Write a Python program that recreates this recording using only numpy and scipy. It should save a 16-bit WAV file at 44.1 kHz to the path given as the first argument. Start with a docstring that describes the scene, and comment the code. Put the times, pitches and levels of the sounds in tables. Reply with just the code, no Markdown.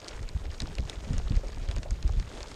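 """Stiff fabric in a gusty wind

A sheet is held out on open grass. Its creases buckle with sharp snaps over a fine
crinkle and a steady rustle, and slack folds flap in dull puffs. Gusts rumble and eddies
thump on the microphone, whose port colours the treble."""
import sys
import numpy as np
from scipy import signal
from scipy.io import wavfile

SR = 44100
rng = np.random.default_rng(int(sys.argv[2]) if len(sys.argv) > 2 else 0)


def wav_out(sig):
    """Save sig, one row per channel (or a flat mono array), as 16-bit PCM at SR to the path in sys.argv[1]."""
    wavfile.write(sys.argv[1], SR, np.round(np.clip(np.atleast_2d(sig).T, -1, 1) * 32767).astype(np.int16))


N = 112454


# Creases buckling: (time [s], level [dB], pitch [Hz], dull body against the snap [dB])
CREASE_SNAPS = [(0.0167, -40, 5100, 6.5), (0.045, -33.5, 4800, -4), (0.0825, -24.5, 4520, -16),
                (0.0883, -30, 4940, -18), (0.1325, -39, 2970, -4), (0.2288, -35.5, 5450, 0),
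                (0.2897, -28.5, 4700, -4.5), (0.5044, -36, 2950, -15), (0.5451, -34.5, 3770, -21),
                (0.6022, -24.5, 3900, -5), (0.6033, -23.5, 4500, -16), (0.6044, -29, 4100, -7),
                (0.6192, -25.5, 5070, -4), (0.7526, -28.5, 4550, -11), (0.7835, -27.5, 2520, -6),
                (0.785, -32.5, 3900, 0), (0.8969, -22, 3770, -7), (0.8975, -25, 6800, -24),
                (.9567, -40, 3430, -5), (1.1324, -30, 4970, -0.5), (1.166, -43, 2900, 7),
                (1.1810, -28, 6360, -6), (1.2785, -36, 4020, -10), (1.2977, -35, 4370, -11),
                (1.3202, -33.5, 3430, -4), (1.3657, -30, 5540, -6), (1.483, -37.5, 4700, -18),
                (1.5295, -40, 4470, 7.5), (1.6769, -41, 3230, -21), (1.6871, -31, 4400, 0.5),
                (1.7124, -27.5, 3370, 0), (1.763, -29.5, 5270, 1), (1.7829, -33.5, 4900, -1),
                (1.831, -31, 5600, 1.5), (1.9074, -26.5, 6480, -8), (2.0269, -27, 4330, -9),
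                (2.077, -30.5, 5050, -4.5), (2.1985, -30, 4360, -3), (2.2258, -43.5, 3520, 11.5),
                (2.3689, -38, 3030, 0), (2.4057, -31.5, 4070, 0), (2.4299, -28, 5160, -8.5),
                (2.5152, -35, 4950, 2.5)]

def snaps():
    """A crease buckles with a bright crack and springs back, and the cloth around it shivers."""
    attack_s, grit_decay_s, edge_decay_s, body_decay_s = 0.00013, 0.0008, 0.00066, 0.0056
    recoil_s, ring_cycles, firm_db = 0.00094, 2.7, -27
    out, t = np.zeros(N), np.arange(SR // 20) / SR
    attack = 1 - np.exp(-t / attack_s)
    recoil = 0.41 * (t > recoil_s) * np.exp(-abs(t - recoil_s) / grit_decay_s)
    grit_envelope = np.exp(-t / grit_decay_s) + recoil
    for start, db, hz, body_db in CREASE_SNAPS:
        ring = np.sin(2 * np.pi * hz * t) * np.exp(-t * hz / ring_cycles)
        grit = 0.72 * np.tanh(band_noise(hz, octaves=1.09, size=len(t))) * grit_envelope
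        edge = np.tanh(band_noise(hz=11650, octaves=0.99, size=len(t))) * np.exp(-t / edge_decay_s)
        edge *= from_db(-4.5 + 0.8 * (db - firm_db))  # harder snaps are brighter
        body = band_noise(hz=900, octaves=3.2, size=len(t)) * np.exp(-t / body_decay_s)
        body *= from_db(body_db - 11.5)
        add(out, start, from_db(db + 0.5) * attack * (ring + grit + edge + body))
    return out


# Slack folds flapping: (time [s], level [dB], pitch [Hz], decay [s])
FOLD_FLAPS = [(0.354, -42.5, 139, 0.025), (0.433, -41.5, 395, 0.02), (0.617, -38.5, 237, 0.032),
              (0.686, -38, 169, 0.027), (0.779, -38.5, 427, .012), (0.792, -29, 130, 0.02),
              (1.072, -36.5, 156, 0.039), (1.108, -31, 156, 0.046), (1.308, -33, 175, 0.024),
              (1.433, -34, 448, 0.013), (1.570, -43.5, 160, 0.031), (1.690, -43, 420, 0.022),
              (1.762, -39.5, 460, 0.013), (1.772, -29.5, 163, 0.016), (1.850, -40, 496, 0.028),
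              (1.914, -36.5, 150, 0.011), (2.044, -38.5, 237, 0.019), (2.093, -22.5, 565, 0.0026),
              (2.205, -37, 151, 0.014)]

def flaps():
    """Slack folds push out short, dull puffs of air."""
    out, t = np.zeros(N), np.arange(SR // 4) / SR
    attack_s = 0.0038
    for start, db, hz, decay_s in FOLD_FLAPS:
        envelope = (1 - np.exp(-t / attack_s)) * np.exp(-t / decay_s)
        add(out, start, from_db(db) * envelope * band_noise(hz, octaves=1.04, size=len(t)))
    return out


# Tone of the crinkle: (frequency [Hz], relative tick strength [dB])
CRINKLE_TONE = [(400, 1), (1100, -3), (3000, 2.5), (5500, 6.5), (8000, -6.5)]

def crinkle():
    """Tiny creases tick in clumps, each ringing briefly around a pitch of its own."""
    ticks_per_s, clump_db, spread_db = 420, 2.5, 3
    width_octaves, ring_cycles = 0.25, 12.9  # cycles to fall by 60 dB
    low_hz, high_hz = CRINKLE_TONE[0][0], CRINKLE_TONE[-1][0]
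    onsets = np.flatnonzero(rng.random(N) < ticks_per_s * from_db(clump_db * drift(rate_hz=12)) / SR)
    strength = from_db(spread_db * np.minimum(rng.exponential(1, N), 3.2))[onsets]
    octave = rng.uniform(np.log2(low_hz), np.log2(high_hz), N)[onsets]
    out = np.zeros(N)
    for hz in np.geomspace(low_hz, high_hz, 20):
        band_share = np.exp(-0.5 * ((np.log2(hz) - octave) / width_octaves) ** 2)
        ticks = np.zeros(N)
        ticks[onsets] = strength * rng.standard_normal(N)[onsets] * band_share
        radius = from_db(-60 * hz / (ring_cycles * SR))
        resonator = [1, -2 * radius * np.cos(2 * np.pi * hz / SR), radius ** 2]
        out += from_db(at_hz(CRINKLE_TONE, hz)) * signal.lfilter([1, 0, -1], resonator, ticks + 1e-18)
    return rms_one(out)


# Tone of the rustle: (frequency [Hz], relative noise density [dB])
RUSTLE_TONE = [(100, 7.5), (500, 9.5), (760, -1.5), (1500, -2), (3000, -6.5), (6000, -10), (9000, -11.5),
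               (11000, -27), (14000, -26)]
# Fader ride shared by rustle and crinkle: (time [s], level [dB])
CLOTH_RIDE = [(0, -56), (.10, -50), (.2, -53.5), (.33, -54.5), (.45, -52.5), (.56, -54.5), (.68, -51),
              (.81, -55.5), (.88, -50), (.97, -53), (1.06, -51.5), (1.25, -54), (1.37, -52), (1.62, -54),
              (2.0, -57), (2.28, -52.5), (2.40, -49), (2.55, -53.5)]

def stirring_cloth():
    """The moving sheet gives a flickering rustle that swells and eases together with its crinkle."""
    rustle = from_db(2.5) * coloured_noise(RUSTLE_TONE, flicker_db=1.88, rate_hz=18.8)
    return from_db(in_time(CLOTH_RIDE)) * (rustle + from_db(-0.5) * crinkle())


# Tone of the wind rumble: (frequency [Hz], relative noise density [dB])
RUMBLE_TONE = [(20, 2.5), (30, 7.5), (48, 3), (120, -12), (200, -27.5), (320, -32.5), (600, -49)]
# Rise and fall of the wind pressure: (time [s], level [dB])
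GUST_RIDE = [(0, -55.5), (.12, -42), (.30, -41), (.50, -35), (.57, -48.5), (.63, -30), (.76, -41),
             (.83, -37), (.97, -38), (1.19, -32), (1.36, -27.5), (1.46, -41), (1.78, -32), (1.85, -40.5),
             (1.98, -33.5), (2.19, -30.5), (2.30, -42.5), (2.55, -45.5)]

def gust_rumble():
    """Gusts press on the microphone with a low, lumpy rumble."""
    rumble = coloured_noise(RUMBLE_TONE, flicker_db=2.5, rate_hz=22.7)
    return from_db(in_time(GUST_RIDE) + 1.5) * rumble


# Eddies hitting the microphone: (time [s], level [dB], pitch [Hz])
EDDY_THUMPS = [(0.207, -28, 80), (0.349, -19, 56), (0.408, -29.5, 52.3), (0.460, -36, 72),
               (0.621, -33, 112), (0.792, -24, 51), (1.106, -19.5, 114), (1.136, -20.5, 67),
               (1.175, -25, 66), (1.306, -16.5, 95.6), (1.359, -18.5, 43.7), (1.569, -27, 43),
               (1.685, -21.5, 55), (1.758, -16.5, 32.1), (1.912, -17.5, 41.6), (2.047, -14.5, 42.2),
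               (2.100, -22, 64.5), (2.163, -22.5, 70)]

def eddy_thumps():
    """Each eddy is a bass thump that swells and dies within two or three swings."""
    out, t = np.zeros(N), np.arange(SR // 4) / SR
    rise_cycles = 0.46
    for start, db, hz in EDDY_THUMPS:
        age = t * hz / rise_cycles
        envelope = (age * np.exp(1 - age)) ** 2
        add(out, start, from_db(db) * envelope * np.sin(2 * np.pi * hz * t))
    return out


def from_db(db):
    """Decibels to gain."""
    return 10 ** (np.asarray(db) / 20)


def rms_one(x):
    """Scale to unit power."""
    return x / np.sqrt(np.mean(x ** 2) + 1e-20)


def in_time(ride):
    """A fader ride at every sample."""
    return np.interp(np.arange(N) / SR, *np.transpose(ride))


def at_hz(tone, hz):
    """Read a tone curve in dB on a log-frequency axis."""
    freqs, db = np.transpose(tone)
    return np.interp(np.log(hz), np.log(freqs), db)


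def drift(rate_hz):
    """A smooth random wobble with a spread of about 1."""
    hop, settle = 40, 2000
    pole = np.exp(-2 * np.pi * rate_hz * hop / SR)
    noise = rng.standard_normal(N // hop + settle + 2)
    slow = signal.lfilter([1], [1, -2 * pole, pole ** 2], noise)[settle:]
    return np.interp(np.arange(N) / hop, np.arange(len(slow)), rms_one(slow))


def band_noise(hz, octaves, size):
    """Unit-power noise in a band around a centre."""
    edges = np.clip([hz / 2 ** (octaves / 2), hz * 2 ** (octaves / 2)], 10, 0.45 * SR)
    bandpass = signal.butter(2, edges, "band", fs=SR, output="sos")
    return rms_one(signal.sosfilt(bandpass, rng.standard_normal(size + SR // 10))[-size:])


def coloured_noise(tone, flicker_db, rate_hz):
    """Unit-power noise in half-octave bands that flicker partly together and partly alone."""
    out, together = np.zeros(N), drift(rate_hz)
    low_hz, high_hz = tone[0][0], tone[-1][0]
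    for hz in low_hz * 2 ** np.arange(0, np.log2(high_hz / low_hz) + 0.25, 0.5):
        db = at_hz(tone, hz) + flicker_db * (together + 0.97 * drift(rate_hz))
        out += from_db(db) * np.sqrt(hz) * band_noise(hz, octaves=0.55, size=N)
    return rms_one(out)


def add(out, start, sound):
    """Mix a sound in at a time in seconds."""
    i = max(int(start * SR), 0)
    out[i:i + len(sound)] += sound[:max(N - i, 0)]


def scene():
    """The sheet at arm's length and the wind on the microphone, in mono."""
    return (stirring_cloth() + snaps() + flaps() + gust_rumble() + eddy_thumps())[None]


def record(dry):
    """The microphone port carves a notch beside a peak and dulls the top; faint hiss joins in."""
    port_top_hz, treble_leak, stopband_hz = 8610, 0.021, 14960
    notch = signal.lfilter(*signal.iirpeak(6240, Q=47, fs=SR), dry)
    peak = signal.lfilter(*signal.iirpeak(6540, Q=31, fs=SR), dry)
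    coloured = dry - 0.66 * notch + 0.77 * peak
    dulled = signal.sosfilt(signal.butter(6, port_top_hz, fs=SR, output="sos"), coloured)
    hiss = from_db(-70.5) * rng.standard_normal(N)
    high_cut = signal.cheby2(12, 60, stopband_hz, fs=SR, output="sos")
    return signal.sosfilt(high_cut, dulled + treble_leak * coloured + hiss)


dry = scene()
out = record(dry)
wav_out(out)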